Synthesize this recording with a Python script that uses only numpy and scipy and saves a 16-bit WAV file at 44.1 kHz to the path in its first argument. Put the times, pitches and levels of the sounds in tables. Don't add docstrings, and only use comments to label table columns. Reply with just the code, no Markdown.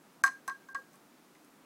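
import sys
import numpy as np
from scipy import signal
from scipy.fft import rfft, irfft
from scipy.io import wavfile
from scipy.ndimage import uniform_filter1d

SR = 44100
rng = np.random.default_rng(int(sys.argv[2]) if len(sys.argv) > 2 else 0)


def wrap_up_sound(samples):
    columns = np.atleast_2d(samples).T
    tamed = np.clip(columns, -1, 1)
    steps = np.round(tamed * 32767).astype(np.int16)
    wavfile.write(sys.argv[1], SR, steps)


def undo_db(level):
    steps = np.asarray(level, float) / 20
    return 10 ** steps


N = 72765


def band(x, low_hz, high_hz, order):
    return signal.sosfilt(signal.butter(order, [low_hz, high_hz], "band", fs=SR, output="sos"), x)


def unit_energy(x):
    return x / np.sqrt(np.sum(x ** 2))


def since(start_s):
    i = int(np.ceil(start_s * SR))
    return i, (i + np.arange(SR // 3)) / SR - start_s


def ring(t, hz, db, t60, rise_s):
    size = undo_db(db[:, None] - 60 * t / t60[:, None])
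    modes = size * np.sin(2 * np.pi * hz[:, None] * t)
    return modes.sum(axis=0) * (1 - np.exp(-t / rise_s)) ** 2


def wall(pushes, modes):
    scatter_db, grip_s = 3.5, 0.14
    out = np.zeros(N + SR)
    ratio, db, hold = np.array(modes).T
    chance = rng.standard_normal((20, len(modes)))
    for (start_s, level_db, pitch_hz, swell_s, t60_s), c in zip(pushes, chance):
        i, t = since(start_s)
        modes_db = level_db + db + scatter_db * c * (db < 0)
        grip = undo_db(-20 * (t / t60_s) * (t / grip_s))
        out[i:i + len(t)] += ring(t, pitch_hz * ratio, modes_db, t60_s * hold, swell_s) * grip
    return out[:N]


# frequency_hz, density_db [per Hz]
AIR_SPECTRUM = [(95, -31.5), (150, -11), (290, -5.5), (450, -13.5), (1150, -15.5), (3000, -26),
                (8000, -29.5), (15500, -32.5)]


def air():
    level_db, flicker_db = -61, -0.67
    hz = np.maximum(np.arange(N // 2 + 1) * SR / N, 1)
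    table_hz, table_db = np.array(AIR_SPECTRUM).T
    spec = rfft(rng.standard_normal(N)) * undo_db(np.interp(np.log(hz), np.log(table_hz), table_db))
    out = 0
    k = SR // 12
    for octave in np.arange(4, 16):
        steps = np.repeat(rng.standard_normal(N // k + 1), k)
        walk = uniform_filter1d(steps, k)[:N]
        weight = np.clip(1 - abs(np.log2(hz) - octave), 0, 1)
        out = out + irfft(spec * weight, N) * undo_db(flicker_db * walk)
    return out * undo_db(level_db) / np.sqrt(np.mean(out ** 2))


# start_s, level_db
HAND_THUMPS = [
    (0.236, -56.5),
    (0.489, -60.5),
    (0.746, -61),
]


def hand():
    width_s = 0.0022
    t = np.arange(N) / SR
    return sum(undo_db(db) * np.exp(-((t - s) / width_s) ** 2) for s, db in HAND_THUMPS)


# pitch_ratio, level_db, decay_factor
RING_MODES = [(1, 0, 1), (.975, -32, 0.38), (1.075, -20.5, 1)]
# start_s, level_db, pitch_hz, swell_s, t60_s
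RING_PUSHES = [(.2376, -11, 1598, 0.00081, 0.087), (.2425, -37, 1570, 0.0062, 0.03),
               (.262, -24, 1613, 0.0059, 0.13), (.279, -35.5, 1619, 0.003, 0.34),
               (.4782, -33, 1604, 0.00035, 0.097), (.484, -23.5, 1598, 0.0029, 0.069),
               (.501, -30.5, 1607, 0.0058, 0.13), (.535, -34, 1620, 0.0056, 0.091),
               (.686, -44.5, 1587, 0.0015, 0.47), (.7468, -27, 1621, 0.0051, 0.16),
               (.615, -60.5, 1590, .004, 0.23), (.94, -57, 1600, 0.0026, 0.053),
               (1.35, -57, 2050, 0.0014, 0.064)]


def ring_wall():
    return wall(RING_PUSHES, RING_MODES)


# frequency_hz, level_db, t60_s
TICK_MODES = [(3830, -32, .012), (4187, -11.5, 0.029), (4470, -19.5, 0.02), (5040, -7, .022),
              (5180, -16.5, 0.019), (6160, -3, 0.019), (6356, -9, 0.027), (7930, -10, 0.026),
              (8580, -8.5, 0.013), (9000, -10, 0.011), (10100, -13.5, 0.015), (11400, -26, 0.0064),
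              (12500, -25, 0.0084), (13600, -28, 0.0091)]
# frequency_hz, level_db, t60_s
KNOCK_MODES = [(932, -10, 0.023), (1254, -8, .05), (1334, -11.5, 0.059), (1457, -10, 0.058),
               (1800, -6.5, 0.057), (1907, -8, 0.067), (2008, -7.5, 0.041), (2273, 1, .014),
               (2450, -1.5, 0.013), (3000, -14, 0.015)]
# start_s, level_db, brightness_db [per octave], ring_length_factor
CONTACTS = [(0.2377, -22, -1.5, 0.86), (.248, -38, 7, 1.2), (.262, -34, 1, 0.92), (.2672, -39.5, 4.5, 0.79),
            (.272, -40, -8, 0.76), (.2782, -36.5, -7.5, 0.53), (.4782, -37, 5.5, 0.98),
            (.486, -43.5, 3, .7), (.4965, -43, -8, 0.56), (.5025, -78, 6, .8), (.513, -62, -14, 1.0),
            (.687, -60, -7, 1.2), (.7468, -41.5, -6, 0.88), (.753, -51.5, -18, 0.73), (.770, -65, 6, 1.3),
            (.781, -65, 0, 1.3), (.932, -59.5, 6, 1.04), (.940, -65.5, 18, 1.0), (.956, -60.5, 15, 0.87),
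            (1.35, -62.5, -12, 0.74), (1.446, -58.5, 10.5, 0.89)]


def ticks():
    detune, scatter_db = 0.0087, 2.5
    out = np.zeros(N + SR)
    hz, db, t60 = np.array(TICK_MODES).T
    low_hz, low_db, low_t60 = np.array(KNOCK_MODES).T
    chance = rng.standard_normal((30, 4, 14))
    white = rng.standard_normal((30, SR // 3))
    grit = band(white, 3600, 10860, 2)
    for (start_s, level_db, tilt_db, hold), c, g, w in zip(CONTACTS, chance, grit, white):
        i, t = since(start_s)
        modes_db = db + scatter_db * c[1] + tilt_db * np.log2(hz / 6000)
        modes = ring(t, hz * (1 + detune * c[0]), modes_db, t60 * hold, rise_s=0.0001)
        scrape = unit_energy(w[::-1] * undo_db(-60 * t / 0.012))
        modes = modes + undo_db(-14) * signal.fftconvolve(modes, scrape)[:len(t)]
        knock_db = low_db + scatter_db * c[3, 4:] - 0.4 * tilt_db
        knock = ring(t, low_hz * (1 + detune * c[2, 4:]), knock_db, low_t60, rise_s=0.00094)
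        grit_hz = np.clip(np.arange(len(t) // 2 + 1) * SR / len(t), 2000, None)
        g = irfft(rfft(g) * undo_db(tilt_db * np.log2(grit_hz / 6000)), len(t))
        crack = undo_db(2 - 60 * t / 0.0033)
        rattle = undo_db(-11 - 60 * t / 0.089 / hold)
        out[i:i + len(t)] += undo_db(level_db) * (modes + knock + g * (crack + rattle))
    return out[:N]


# pitch_ratio, level_db, decay_factor
LOW_MODES = [(1, 1.5, 0.9), (.955, -19.5, 2.1), (1.2, -23, 1.2)]
# start_s, level_db, pitch_hz, swell_s, t60_s
LOW_PUSHES = [(.2378, -11.5, 1109, 0.0028, 0.055), (.262, -25.5, 1125, 0.0023, .06),
              (.272, -25, 1074, 0.0026, 0.076), (.291, -36, 1067, 0.0043, 0.082),
              (.4782, -18, 1084, 0.0054, 0.056), (.499, -31.5, 1084, 0.001, 0.075),
              (.512, -30.5, 1104, .006, 0.058), (.687, -40, 1082, 0.0026, 0.053),
              (.7468, -20, 1118, 0.0041, 0.056), (.784, -34.5, 1115, 0.0033, 0.037),
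              (.938, -51.5, 1108, 0.0029, 0.065)]


def low_wall():
    return wall(LOW_PUSHES, LOW_MODES)


# pitch_ratio, level_db, decay_factor
BODY_MODES = [(0.98, -0.5, 1.02), (0.91, -4.5, 1.14), (0.382, -9, 1.12)]
# start_s, level_db, pitch_hz, swell_s, t60_s
BODY_PUSHES = [
    (.2378, -35, 778, 0.0034, 0.095),
    (.26, -37, 788, 0.0035, 0.087),
    (.279, -43.5, 783, 0.004, 0.067),
    (.4782, -37.5, 812, 0.0013, 0.039),
    (.496, -45.5, 770, 0.0059, 0.061),
    (.7468, -48.5, 737, 0.0012, 0.055),
    (.77, -51, 536, 0.0046, 0.16),
]


def body():
    return wall(BODY_PUSHES, BODY_MODES)


def room(x):
    level_db, t60_s, lag_s = -18, 0.26, 0.012
    t = np.arange(SR // 2) / SR
    build = 1 - np.exp(-(t / lag_s) ** 2)
    tail = rng.standard_normal(len(t)) * undo_db(-60 * t / t60_s) * build
    tail = unit_energy(band(tail, 2500, 10600, 1))
    return signal.fftconvolve(x, tail)[:N] * undo_db(level_db)


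def scene():
    glass = ticks() + low_wall() + ring_wall() + body()
    return (glass + room(glass) + hand() + air())[None]


# start_s, end_s, above_hz
TREBLE_LOSSES = [
    (.2235, .2325, 900),
    (.7345, .7435, 2400),
    (.4915, .4935, 8500),
]


def lose_treble(x):
    t = np.arange(N) / SR
    for start_s, end_s, above_hz in TREBLE_LOSSES:
        gate = uniform_filter1d(1. * ((t > start_s) & (t < end_s)), size=60)
        highpass = signal.butter(4, above_hz, "high", fs=SR, output="sos")
        x = x - gate * signal.sosfiltfilt(highpass, x)
    return x


def low_pass(x):
    return signal.sosfilt(signal.butter(12, 16830, fs=SR, output="sos"), x)


def record(dry):
    lowpass = signal.ellip(8, 0.2, 50, 15800, fs=SR, output="sos")
    mix = lose_treble(signal.sosfilt(lowpass, dry))
    return low_pass(mix)


dry = scene()
out = record(dry)
wrap_up_sound(out)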